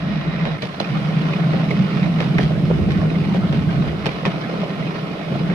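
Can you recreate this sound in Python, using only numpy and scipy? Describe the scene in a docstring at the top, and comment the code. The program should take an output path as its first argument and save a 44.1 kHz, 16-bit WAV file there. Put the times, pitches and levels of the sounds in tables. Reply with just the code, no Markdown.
"""A throbbing low drone, a roar and sharp clacks: riding a miniature railway carriage on one stretch of track;
then the scene changes to another stretch, with a set of points. The shaken carriage body drones as close
resonances beat; random forces make steel wheels roar and the frame rattle. Wheels clack over rail joints,
bogies knock and flanges scrape: each blow or rub is a short force or a click that rings through resonances."""
import sys
import numpy as np
from scipy import signal
from scipy.fft import rfft, irfft, next_fast_len
from scipy.io import wavfile
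from scipy.ndimage import uniform_filter1d

SR = 44100
rng = np.random.default_rng(int(sys.argv[2]) if len(sys.argv) > 2 else 0)


def put_to_file(sound):
    """Save the sound as 16-bit audio at rate SR, in the file named by the first command-line argument."""
    columns = np.atleast_2d(sound).T  # one column per channel
    safe = np.clip(columns, -1, 1)
    whole_steps = np.round(safe * 32767)
    wavfile.write(sys.argv[1], SR, whole_steps.astype(np.int16))


N = 244710
TIME = np.arange(N) / SR
TAPS = 8192  # length of a response
HZ = np.fft.rfftfreq(TAPS, 1 / SR)
NEW_STRETCH_S = .573

# shaking of the body on the second stretch: (time [s], drone level [dB])
SHAKE = [(.58, -36.5), (.88, -29), (.93, -19.5), (1.1, -19), (1.901, -18), (3.85, -18), (3.98, -28.5),
         (4.8, -24.5), (5.26, -31), (5.32, -20), (5.55, -21.5)]
# chatter of the frame on the second stretch: (time [s], level [dB])
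CHATTER = [(.58, -42), (.95, -33.5), (1.45, -32), (2.15, -32.5), (3.05, -31), (3.75, -34.5), (4.1, -34),
           (4.7, -30.5), (5.25, -32), (5.35, -29), (5.55, -32)]
# resonances of the frame and its loose fittings: (frequency [Hz], width [Hz], relative level [dB])
FRAME_MODES = [(263, 125, -0.5), (311, 65, 1), (408, 170, 1), (553, 106, -3), (651.5, 112, 1),
               (780, 160, -9.5), (1020, 150, -15.5)]
# colour of steel struck by steel: (frequency [Hz], relative density [dB per Hz])
CLACK_COLOUR = [(400, 2.5), (900, 10), (1400, 7), (2200, 7.5), (3100, -4.5), (4000, -17.5), (5500, -25),
                (7000, -46), (9000, -46.5)]
# wheel strikes at rail joints, and the further bounces and clatter after some of them, levels before trims: #
# (time [s], clack level [dB], crack level [dB], thud level [dB], # strike t60 [s], first contact [dB re
# strike], rebound delay [s], rebound [dB re strike], # wheel ring [Hz], ring level [dB])
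CLACKS = [(.453, -24, -34, -22, .051, 6, .019, -2, 1140, -29),
          (.621, -23.5, -25, -23, 0.05, -10, 0.0045, -9, 4060, -29),
          (0.8004, -24, -24.5, -24.5, 0.042, 4.5, 0.0012, 1.5, 4000, -19.5),
          (1.335, -36, -41, -49, 0.052, -3, .0027, -4, 1100, -24.5),
          (1.535, -25, -40, -14.5, 0.021, -4, 0.003, -10, 2070, -19),
          (1.706, -34, -29, -26.5, 0.069, -2, .0072, -3, 2230, -23),
          (2.2042, -20.5, -24, -18, 0.027, 0, .009, -9, 2190, -18),
          (2.3826, -21, -27.5, -19.5, 0.031, 2, 0.0035, 3.5, 2200, -16.5),
          (2.4, -29, -33, -39, .04, 2, 0.0052, 2, 1800, -21),
          (2.41, -32, -29.5, -47, 0.14, 1, 0.01, -3, 4550, -39),
          (2.43, -30, -29.5, -44, 0.023, 4, 0.0046, -5, 2100, -27),
          (2.905, -33, -34, -47, 0.083, 1, 0.013, 6, 2090, -26),
          (3.344, -28.5, -31, -21.5, 0.035, -4, .018, -4, 1290, -36),
          (3.5256, -28, -30.5, -21, 0.016, 3, 0.003, -7, 2160, -30),
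          (4.057, -21.5, -23.5, -23, 0.041, 3, .0068, 6, 5100, -30),
          (4.09, -28, -40, -48, 0.056, 0, 0.0054, -3, 2390, -27),
          (4.2525, -19.5, -25, -20.5, 0.055, 4, 0.0072, 1.5, 2480, -20),
          (5.498, -28.5, -58, -26.5, 0.054, -2, .0039, -2, 2020, -33)]
# likeness of the two microphones: (frequency [Hz], likeness [0-1])
LIKENESS = [(30, 0), (80, .25), (120, .7), (160, .98), (210, .94), (280, .68), (650, .7), (1100, .38),
            (1650, .15), (2300, .48), (3000, .2), (4000, .22), (8000, 0)]
# balance of the two microphones: (frequency [Hz], left minus right [dB])
SIDES = [(40, -4), (70, -3), (110, -4), (160, -0.5), (400, -2), (650, 0), (850, -1), (1150, -0.5),
         (2100, -6), (3800, -6), (5000, -2.5), (6100, -8), (7600, 3), (11000, 1)]
# phase by which the left microphone leads: (frequency [Hz], lead [rad])
LEAD = [(190, -.05), (500, -.55), (800, -.65), (1100, -1.4), (1320, -.5), (1600, -2.6), (1750, -4.5),
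        (2550, -5.1), (3100, -3.6), (3600, -3.2), (4000, -2.1), (6000, -.5)]


def gain_of(db):
    """Decibels to amplitude."""
    return 10 ** (np.asarray(db) / 20)


def read(points, hz):
    """A spectrum table, joined on a log-frequency axis."""
    f, value = np.transpose(points)
    return np.interp(np.log(hz + 1), np.log(f + 1), value)


def ride(first_db, curve):
    """Level in dB: steady on the first stretch of track, then following a curve on the second."""
    return np.where(TIME < NEW_STRETCH_S, first_db, np.interp(TIME, *np.transpose(curve)))


def add(mix, s, sound):
    """Mixes a stereo sound in at time s."""
    part = mix[:, max(round(s * SR), 0):][:, :sound.shape[1]]
    part += sound[:, :part.shape[1]]


def drift(low_hz, high_hz):
    """Random wandering of rms 1, with no rates below low_hz and fading above high_hz."""
    hz = np.fft.rfftfreq(N, 1 / SR)
    x = irfft(rfft(rng.standard_normal(N)) * (hz > low_hz) / (1 + (hz / high_hz) ** 2), N)
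    return x / x.std()


def evened(x):
    """Scales a stereo pair so that its middle has rms 1."""
    return x / np.sqrt(np.mean(x.mean(0) ** 2) + 1e-20)


def steadied(x, span_s):
    """Takes out slow swells and keeps the fast flutter."""
    window = signal.windows.hann(max(int(span_s * SR), 3))
    power = signal.fftconvolve(evened(x).mean(0) ** 2, window / window.sum(), "same")
    return evened(x / np.sqrt(abs(power) + .01))


def modes(table):
    """Response in dB of a few resonances, each 6 dB down at the edges of its width."""
    power = 0
    for hz, width_hz, db in table:
        offset = (HZ - hz) / width_hz * 2
        power = power + gain_of(db) ** 2 / (1 + offset ** 2) ** 2
    return 10 * np.log10(power)


def dense_modes(colour, ripple_db):
    """Response in dB of many overlapping modes: a broad colour with random peaks and dips above the bass."""
    ripple = uniform_filter1d(uniform_filter1d(rng.standard_normal(len(HZ)), size=7), size=7)
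    above_bass = np.clip(HZ / 900, 0, 1) ** 2
    return read(colour, HZ) + ripple_db * ripple / ripple.std() * above_bass


def vibration(response_db, force, clicks=0):
    """A random force, with any hard clicks, rings through a response; likeness at two microphones varies with pitch."""
    size = next_fast_len(len(force), real=True)
    hz = np.fft.rfftfreq(size, 1 / SR)
    left, other = rfft(rng.standard_normal((2, size)))
    same = np.clip(read(LIKENESS, hz), 0, 1)
    right = same * left * np.exp(-1j * read(LEAD, hz)) + np.sqrt(1 - same ** 2) * other
    drive = irfft([left, right], size)[:, :len(force)] * force + clicks

    sides_db = read(SIDES, HZ) * np.array([[.5], [-.5]])
    gain = gain_of(response_db - response_db.max() + sides_db) + 1e-5
    # minimum phase: the ringing follows the push
    cepstrum = irfft(np.log(gain))[:, :TAPS // 2]
    cepstrum[:, 1:] *= 2
    ring = irfft(np.exp(rfft(cepstrum, TAPS)))
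    ring /= np.sqrt(np.sum(ring ** 2) / 2)
    return signal.fftconvolve(drive, ring, axes=1)[:, :len(force)]


def ping(hz, db, rise_s):
    """One struck resonance swells to its peak in rise_s and dies away, out of step at the two microphones."""
    t = TIME[:SR // 5]
    lag_rad = read(LEAD, hz) + (1 - read(LIKENESS, hz)) * rng.uniform(-2.5, 3.8)
    sides = gain_of(db + read(SIDES, hz) * np.array([[.5], [-.5]]))
    swell = t / rise_s * np.exp(1 - t / rise_s)
    return sides * swell * np.sin(2 * np.pi * hz * t - np.array([[0], [lag_rad]]))


def patchy(x, depth_db, size):
    """Resonances swell and fade in turn as the contact wanders; size = (bins, frames) of the smoothing."""
    z = signal.stft(x, nperseg=512, noverlap=384)[2]
    field = rng.standard_normal(z.shape[1:])
    for axis in (0, 1, 0, 1):
        field = uniform_filter1d(field, size[axis], axis)
    swell = gain_of(depth_db * field / field.std())
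    swell /= np.sqrt(np.mean(swell ** 2))
    return signal.istft(z * swell, nperseg=512, noverlap=384)[1][:, :N]


def jolts(per_s, spread_db, t60):
    """Envelope of many small random blows, each dying quickly; rms 1."""
    struck = rng.random(N) < per_s / SR
    hits = struck * gain_of(spread_db * np.minimum(rng.exponential(1, N), 3))
    energy = signal.lfilter([1], [1, -np.exp(-2 * np.log(1000) / (t60 * SR))], hits ** 2)
    return np.sqrt(energy / energy.mean())


def blow(t60, rebound_s=0., rebound_db=-66.0, tail_db=-18., tail_t60=.28, rattle=1):
    """Force of a strike, of its rebound and of the weaker clatter after them."""
    t = TIME[:SR // 3]
    strike = gain_of(-60 * t / t60)
    rebound = gain_of(rebound_db - 60 * abs(t - rebound_s) / t60) * (t > rebound_s)
    tail = rattle * gain_of(tail_db - 60 * t / tail_t60)
    return np.sqrt(strike ** 2 + rebound ** 2 + tail ** 2)


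def contact(rebound_s=0., rebound_db=-64.0):
    """A hard contact and its rebound: clicks of every frequency, smeared on their way to each microphone."""
    steady_s = 0.0011  # a click is as strong as this much steady force
    scatter_s = 0.002975  # largest delay of a frequency
    paths = uniform_filter1d(rng.standard_normal((2, 2, len(HZ))), size=90)
    delay_s = scatter_s * np.clip(.5 + paths / paths.std() / 4, 0, 1)
    turn = 2 * np.pi * np.cumsum(delay_s, -1) * HZ[1]
    first, second = np.exp(-1j * (turn + read(LEAD, HZ) * np.array([[0], [1]])))
    rebound = gain_of(rebound_db) * second * np.exp(-2j * np.pi * HZ * rebound_s)
    clicks = irfft(first + rebound)[:, :TAPS // 4]
    return np.sqrt(steady_s * SR) * np.pad(clicks, ((0, 0), (0, SR // 3 - TAPS // 4)))


def hiss(first_db=-63, usual_db=-57, usual_shake_db=-10, follows=0.18):
    """Faint high hiss; on the second stretch it gains `follows` dB for each dB of shaking."""
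    # (frequency [Hz], relative density [dB per Hz])
    fizz_colour = [(3000, -8.5), (6500, 2.5), (7600, 0.5), (8200, 1), (10000, 0), (12500, -4), (15200, -9)]
    curve = [(s, usual_db + follows * (db - usual_shake_db)) for s, db in SHAKE]
    return vibration(read(fizz_colour, HZ), gain_of(ride(first_db, curve)))


def hum(hz=57.6, level_db=-43):
    """Low engine note of wavering pitch, a sine heard on the first stretch."""
    turns = np.cumsum(hz * (1 + 0.017 * drift(1, 6))) / SR
    fade = np.clip((NEW_STRETCH_S - TIME) / .01, 0, 1)
    return gain_of(level_db) * np.sqrt(2) * np.sin(2 * np.pi * turns) * fade


def rumble(first_db=-47, trim_db=6.5):
    """The carriage lurches on uneven track: coloured low noise follows the swaying."""
    # swaying on the second stretch: (time [s], level before trim [dB])
    lurch = [(.58, -55), (1.1, -49.5), (1.5, -52), (1.72, -42.5), (1.95, -46), (2.42, -40), (2.62, -36),
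             (2.83, -33), (3.35, -38.5), (3.6, -38.5), (3.9, -35), (4.45, -59), (5.1, -63), (5.35, -48)]
    # (frequency [Hz], relative density [dB per Hz])
    rumble_colour = [(10, -27), (25, -17.5), (45, -6), (60, 4.5), (80, 0.5), (105, 8), (135, -1),
                     (190, -13), (250, -8), (320, -3.5), (420, -4), (700, -31.5), (2500, -100.5)]
    sway = steadied(vibration(read(rumble_colour, HZ), np.ones(N)), span_s=.2)
    return sway * uniform_filter1d(gain_of(ride(first_db, lurch) + trim_db), size=400)


def drone(first_db=-22, span_s=0.23, throb_db=1.4, fade_in_s=0.029, kick_rise_s=0.017):
    """Close body modes, shaken at random, beat against each other and boom after each wheel strike."""
    # carriage body: (frequency [Hz], width [Hz], relative level [dB])
    body_modes = [(142, 19, -5.5), (159.8, 9.7, -0.5), (171.6, 37, -5), (199.9, 23.5, -7), (227, 19, -14.5),
                  (286.2, 76, -20)]
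    body = vibration(modes(body_modes), np.ones(N + TAPS))[:, TAPS:]
    power = gain_of(ride(first_db, SHAKE) + throb_db * drift(3.0, 3.8)) ** 2
    for s, _, _, thud_db, *_ in CLACKS:
        age = np.maximum(TIME - s, 0) / kick_rise_s
        power += (gain_of(thud_db) * age * np.exp(1 - age)) ** 2
    level = uniform_filter1d(np.sqrt(power), size=250)
    return steadied(body, span_s) * level * np.minimum(TIME / fade_in_s, 1)


def frame(first_db=-34, steady_db=-1.0, rattle_db=-6.5):
    """Couplings and frame chatter in random jolts over an uneven low roar."""
    chatter = gain_of(rattle_db) * jolts(per_s=52, spread_db=4.0, t60=0.019)
    force = np.hypot(gain_of(steady_db), chatter) * gain_of(ride(first_db, CHATTER))
    return patchy(vibration(modes(FRAME_MODES), force), depth_db=1.9, size=(2, 14))


def judder(trim_db=6.5, spread_db=1.0, rise_s=0.0017, count=150):
    """Loose fittings knock at random near frame resonances, harder where the frame chatters."""
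    out = np.zeros((2, N))
    for when, part, detune, strength in rng.random((count, 4)):
        s = NEW_STRETCH_S + when * (TIME[-1] - NEW_STRETCH_S)
        hz, width_hz, mode_db = FRAME_MODES[int(part * len(FRAME_MODES))]
        chatter_db = np.interp(s, *np.transpose(CHATTER))
        db = mode_db + chatter_db + trim_db + spread_db * (.5 - strength)
        add(out, s, ping(hz + width_hz * (detune - .5), db, rise_s))
    return out


def wheels(first_db=-36, steady_db=1.5, grit_db=-3.0, sing_db=-37.0):
    """Rough rail under steel wheels: a shifting, gritty roar, with singing modes on the first stretch."""
    # roughness of the rail on the second stretch: (time [s], level before steady and grit gains [dB])
    rolling = [(.58, -40.5), (.95, -34), (1.6, -33.5), (2.35, -35), (2.7, -37), (4.5, -35.5), (5.55, -36.5)]
    # (frequency [Hz], relative density [dB per Hz])
    wheel_colour = [(300, -5), (700, -0.5), (1100, 3), (1350, 1), (1650, -3.5), (2100, -1), (2500, -3),
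                    (3000, -6), (3900, -8), (4400, -13), (5000, -13.5), (6000, -25), (7200, -38.5),
                    (10000, -78)]
    # singing wheels and rails: (frequency [Hz], width [Hz], relative level [dB])
    singing_modes = [(643, 130, 8), (1040, 140, 1), (1866, 230, 6), (2040, 90, 0), (2420, 350, 0.5),
                     (3420, 29, 0), (3830, 160, 1)]
    grit = gain_of(grit_db) * jolts(per_s=90, spread_db=2.5, t60=.035)
    surge_db = .6 * drift(2, 9)
    force = np.hypot(gain_of(steady_db), grit) * gain_of(ride(first_db, rolling) + surge_db)
    sing_force = gain_of(sing_db + surge_db) * (TIME < NEW_STRETCH_S)
    singing = vibration(modes(singing_modes), sing_force)
    roar = vibration(dense_modes(wheel_colour, ripple_db=1.4), force)
    return patchy(roar, depth_db=1.3, size=(3, 11)) + patchy(singing, depth_db=3.5, size=(3, 14))


def grazes(level_db=-37.5, spread_db=2.5, mean_length_s=0.024, low_hz=560, high_hz=2600, width_hz=220,
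           tilt_db_per_octave=-0.5, count=36):
    """Flanges brush lightly at random moments, each waking a different wheel resonance, higher ones weaker."""
    out = np.zeros((2, N))
    for when, pitch, length, strength in rng.random((count, 4)):
        s = NEW_STRETCH_S + when * (TIME[-1] - NEW_STRETCH_S)
        hz = low_hz * (high_hz / low_hz) ** pitch
        length_s = mean_length_s * (.5 + length)
        rub = np.sin(np.pi * np.minimum(TIME[:SR // 6] / length_s, 1))
        db = level_db + spread_db * (2 * strength - 1) + tilt_db_per_octave * np.log2(hz / low_hz)
        add(out, s, vibration(modes([(hz, width_hz, 0)]), gain_of(db) * rub))
    return out


def scrapes(rasp_trim_db=-1.0, squeak_trim_db=-1.0, squeak_rise=.25):
    """A flange rubs the rail for a moment and makes one wheel resonance rasp and squeak."""
    # (time [s], length [s], frequency [Hz], level before trims [dB])
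    flange_rubs = [(0.836, 0.019, 2470, -34.5), (0.94, 0.032, 1220, -32.5), (1.28, 0.026, 1390, -38),
                   (1.329, 0.018, 2490, -27.5), (1.425, 0.031, 1430, -32), (1.706, 0.014, 2160, -26),
                   (2.16, 0.018, 1300, -36), (3.212, 0.054, 2200, -43), (3.405, 0.053, 1335, -36),
                   (4.63, 0.024, 2900, -36), (4.816, 0.017, 2070, -36), (5.222, .035, 1250, -49)]
    out = np.zeros((2, N))
    for s, length_s, hz, db in flange_rubs:
        rub = np.sin(np.pi * np.minimum(TIME[:SR // 8] / length_s, 1))
        rise_s = squeak_rise * length_s
        add(out, s, vibration(modes([(hz, 320, 0)]), gain_of(db + rasp_trim_db) * rub))
        add(out, s + rise_s, ping(hz, db + squeak_trim_db, rise_s))
    return out


def bumps(rise_s=0.014):
    """The carriage drops into the gaps of points and joints and its floor booms."""
    # (time [s], boom [Hz], level [dB])
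    floor_drops = [(2.356, 84, -20.5), (2.429, 70, -22.5), (2.716, 169, -13.5), (2.807, 84, -16),
                   (2.975, 94, -21), (3.461, 90, -29), (3.585, 85, -24), (3.665, 90, -26), (3.863, 81, -26),
                   (4.062, 166, -19.5), (4.257, 181.4, -15.5)]
    out = np.zeros((2, N))
    for s, hz, db in floor_drops:
        add(out, s, ping(hz, db, rise_s))
    return out


def knocks(note_db=1.0, bump_db=-5.5, shudder_db=-9.5, clack_db=-16.0, rise_s=0.0011):
    """Bogies bump against the frame: a hard contact, a short hollow note, a shudder with a little steel in it."""
    # (time [s], level before part gains [dB], shudder t60 [s], note [Hz])
    bogie_knocks = [(0.804, -14, 0.063, 620), (1.132, -28, 0.033, 300), (1.531, -18, .03, 310),
                    (1.707, -18, 0.045, 433), (1.993, -22, 0.029, 290), (2.353, -21, .05, 400),
                    (2.392, -16.5, 0.022, 340), (2.508, -19, .018, 563), (2.613, -24, 0.02, 640),
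                    (2.7032, -14, .012, 520), (2.7113, -10, .022, 397), (2.7107, -20.5, .015, 970),
                    (2.791, -16.5, 0.1, 427), (2.887, -24, .068, 420), (3.054, -15, 0.013, 400),
                    (3.115, -16, 0.02, 310), (3.226, -20, .045, 410), (3.347, -16.5, .06, 396),
                    (3.531, -21, .06, 310), (3.84, -22, 0.33, 338), (3.931, -19, 0.025, 350),
                    (4.233, -25, .02, 565), (4.495, -20, 0.46, 500), (4.633, -18, 0.17, 565),
                    (4.868, -22, .06, 665), (5.16, -30, .04, 300), (5.296, -34, .1, 326),
                    (5.329, -22, 0.046, 300), (5.413, -21, .05, 302)]
    # bump against the frame: (frequency [Hz], relative density [dB per Hz])
    hollow_colour = [(120, -20.5), (300, -0.5), (650, -1), (1000, -12), (1400, -19.5), (2500, -45),
                     (8000, -80)]
    out = np.zeros((2, N))
    for s, db, t60, hz in bogie_knocks:
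        force = gain_of(db + shudder_db) * blow(t60, tail_db=-20., tail_t60=.25)
        hit = gain_of(db + bump_db) * contact()
        add(out, s, ping(hz, db + note_db, rise_s))
        add(out, s, vibration(read(hollow_colour, HZ), force, hit))
        add(out, s, vibration(read(CLACK_COLOUR, HZ), gain_of(clack_db) * force))
    return out


def joints(clack_trim_db=0.6, crack_trim_db=-2.5, clatter_db=-1.5, rebound_trim_db=-4.,
           thud_length=2.9, thud_rise_s=0.0015, thud_lag_s=0.00233, ring_rise=0.03):
    """A wheel strikes a rail end, or lands again after bouncing: it rings, steel cracks and clatters, the frame
    thuds."""
    # (frequency [Hz], relative density [dB per Hz])
    crack_colour = [(1500, -19.5), (3000, 9.5), (4000, 4), (5300, -1.5), (6500, -12.5), (8000, -19.5),
                    (11000, -21.5), (15000, -42)]
    # (frequency [Hz], relative density [dB per Hz])
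    thud_colour = [(60, -28), (150, 3), (300, 1), (430, 9.5), (650, 5.5), (900, -6.5), (1500, -31.5),
                   (4000, -46.5), (8000, -92)]
    out = np.zeros((2, N))
    loose = jolts(per_s=220, spread_db=2.5, t60=.012)
    for s, clack, crack, thud, t60, first_db, rebound_s, rebound_db, ring_hz, ring_db in CLACKS:
        rattle = np.roll(loose, -round(s * SR))[:SR // 3]
        force_rebound_db = rebound_db + rebound_trim_db
        steel = gain_of(clatter_db) * blow(t60, rebound_s, force_rebound_db,
                                           tail_db=-7.0, tail_t60=0.32, rattle=rattle)
        strike = gain_of(first_db) * contact(rebound_s, rebound_db - first_db)
        heavy = blow(t60 * thud_length, rebound_s, force_rebound_db, tail_db=-13., tail_t60=.25)
        heavy *= 1 - np.exp(-TIME[:len(heavy)] / thud_rise_s)

        clack_sound = vibration(dense_modes(CLACK_COLOUR, ripple_db=2.5), steel, strike)
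        # the crack takes the clicks with sides swapped
        crack_sound = vibration(dense_modes(crack_colour, ripple_db=2.5), steel, strike[::-1])
        thud_sound = vibration(dense_modes(thud_colour, ripple_db=2.5), gain_of(thud) * heavy)
        add(out, s, gain_of(clack + clack_trim_db) * clack_sound)
        add(out, s, gain_of(crack + crack_trim_db) * crack_sound)
        add(out, s, ping(ring_hz, ring_db, ring_rise * t60))
        add(out, s + thud_lag_s, thud_sound)
    return out


def scene():
    """Everything heard from the seat."""
    running = drone() + hum() + rumble() + frame() + judder() + wheels() + hiss()
    blows = joints() + knocks() + bumps()
    return running + blows + scrapes() + grazes()


def record(dry, edge_hz=15400):
    """Band limit: a linear-phase low-pass."""
    lowpass = signal.firwin(511, edge_hz, window=("kaiser", 9), fs=SR)
    return signal.oaconvolve(dry, lowpass[None], "same")


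dry = scene()
out = record(dry)
put_to_file(out)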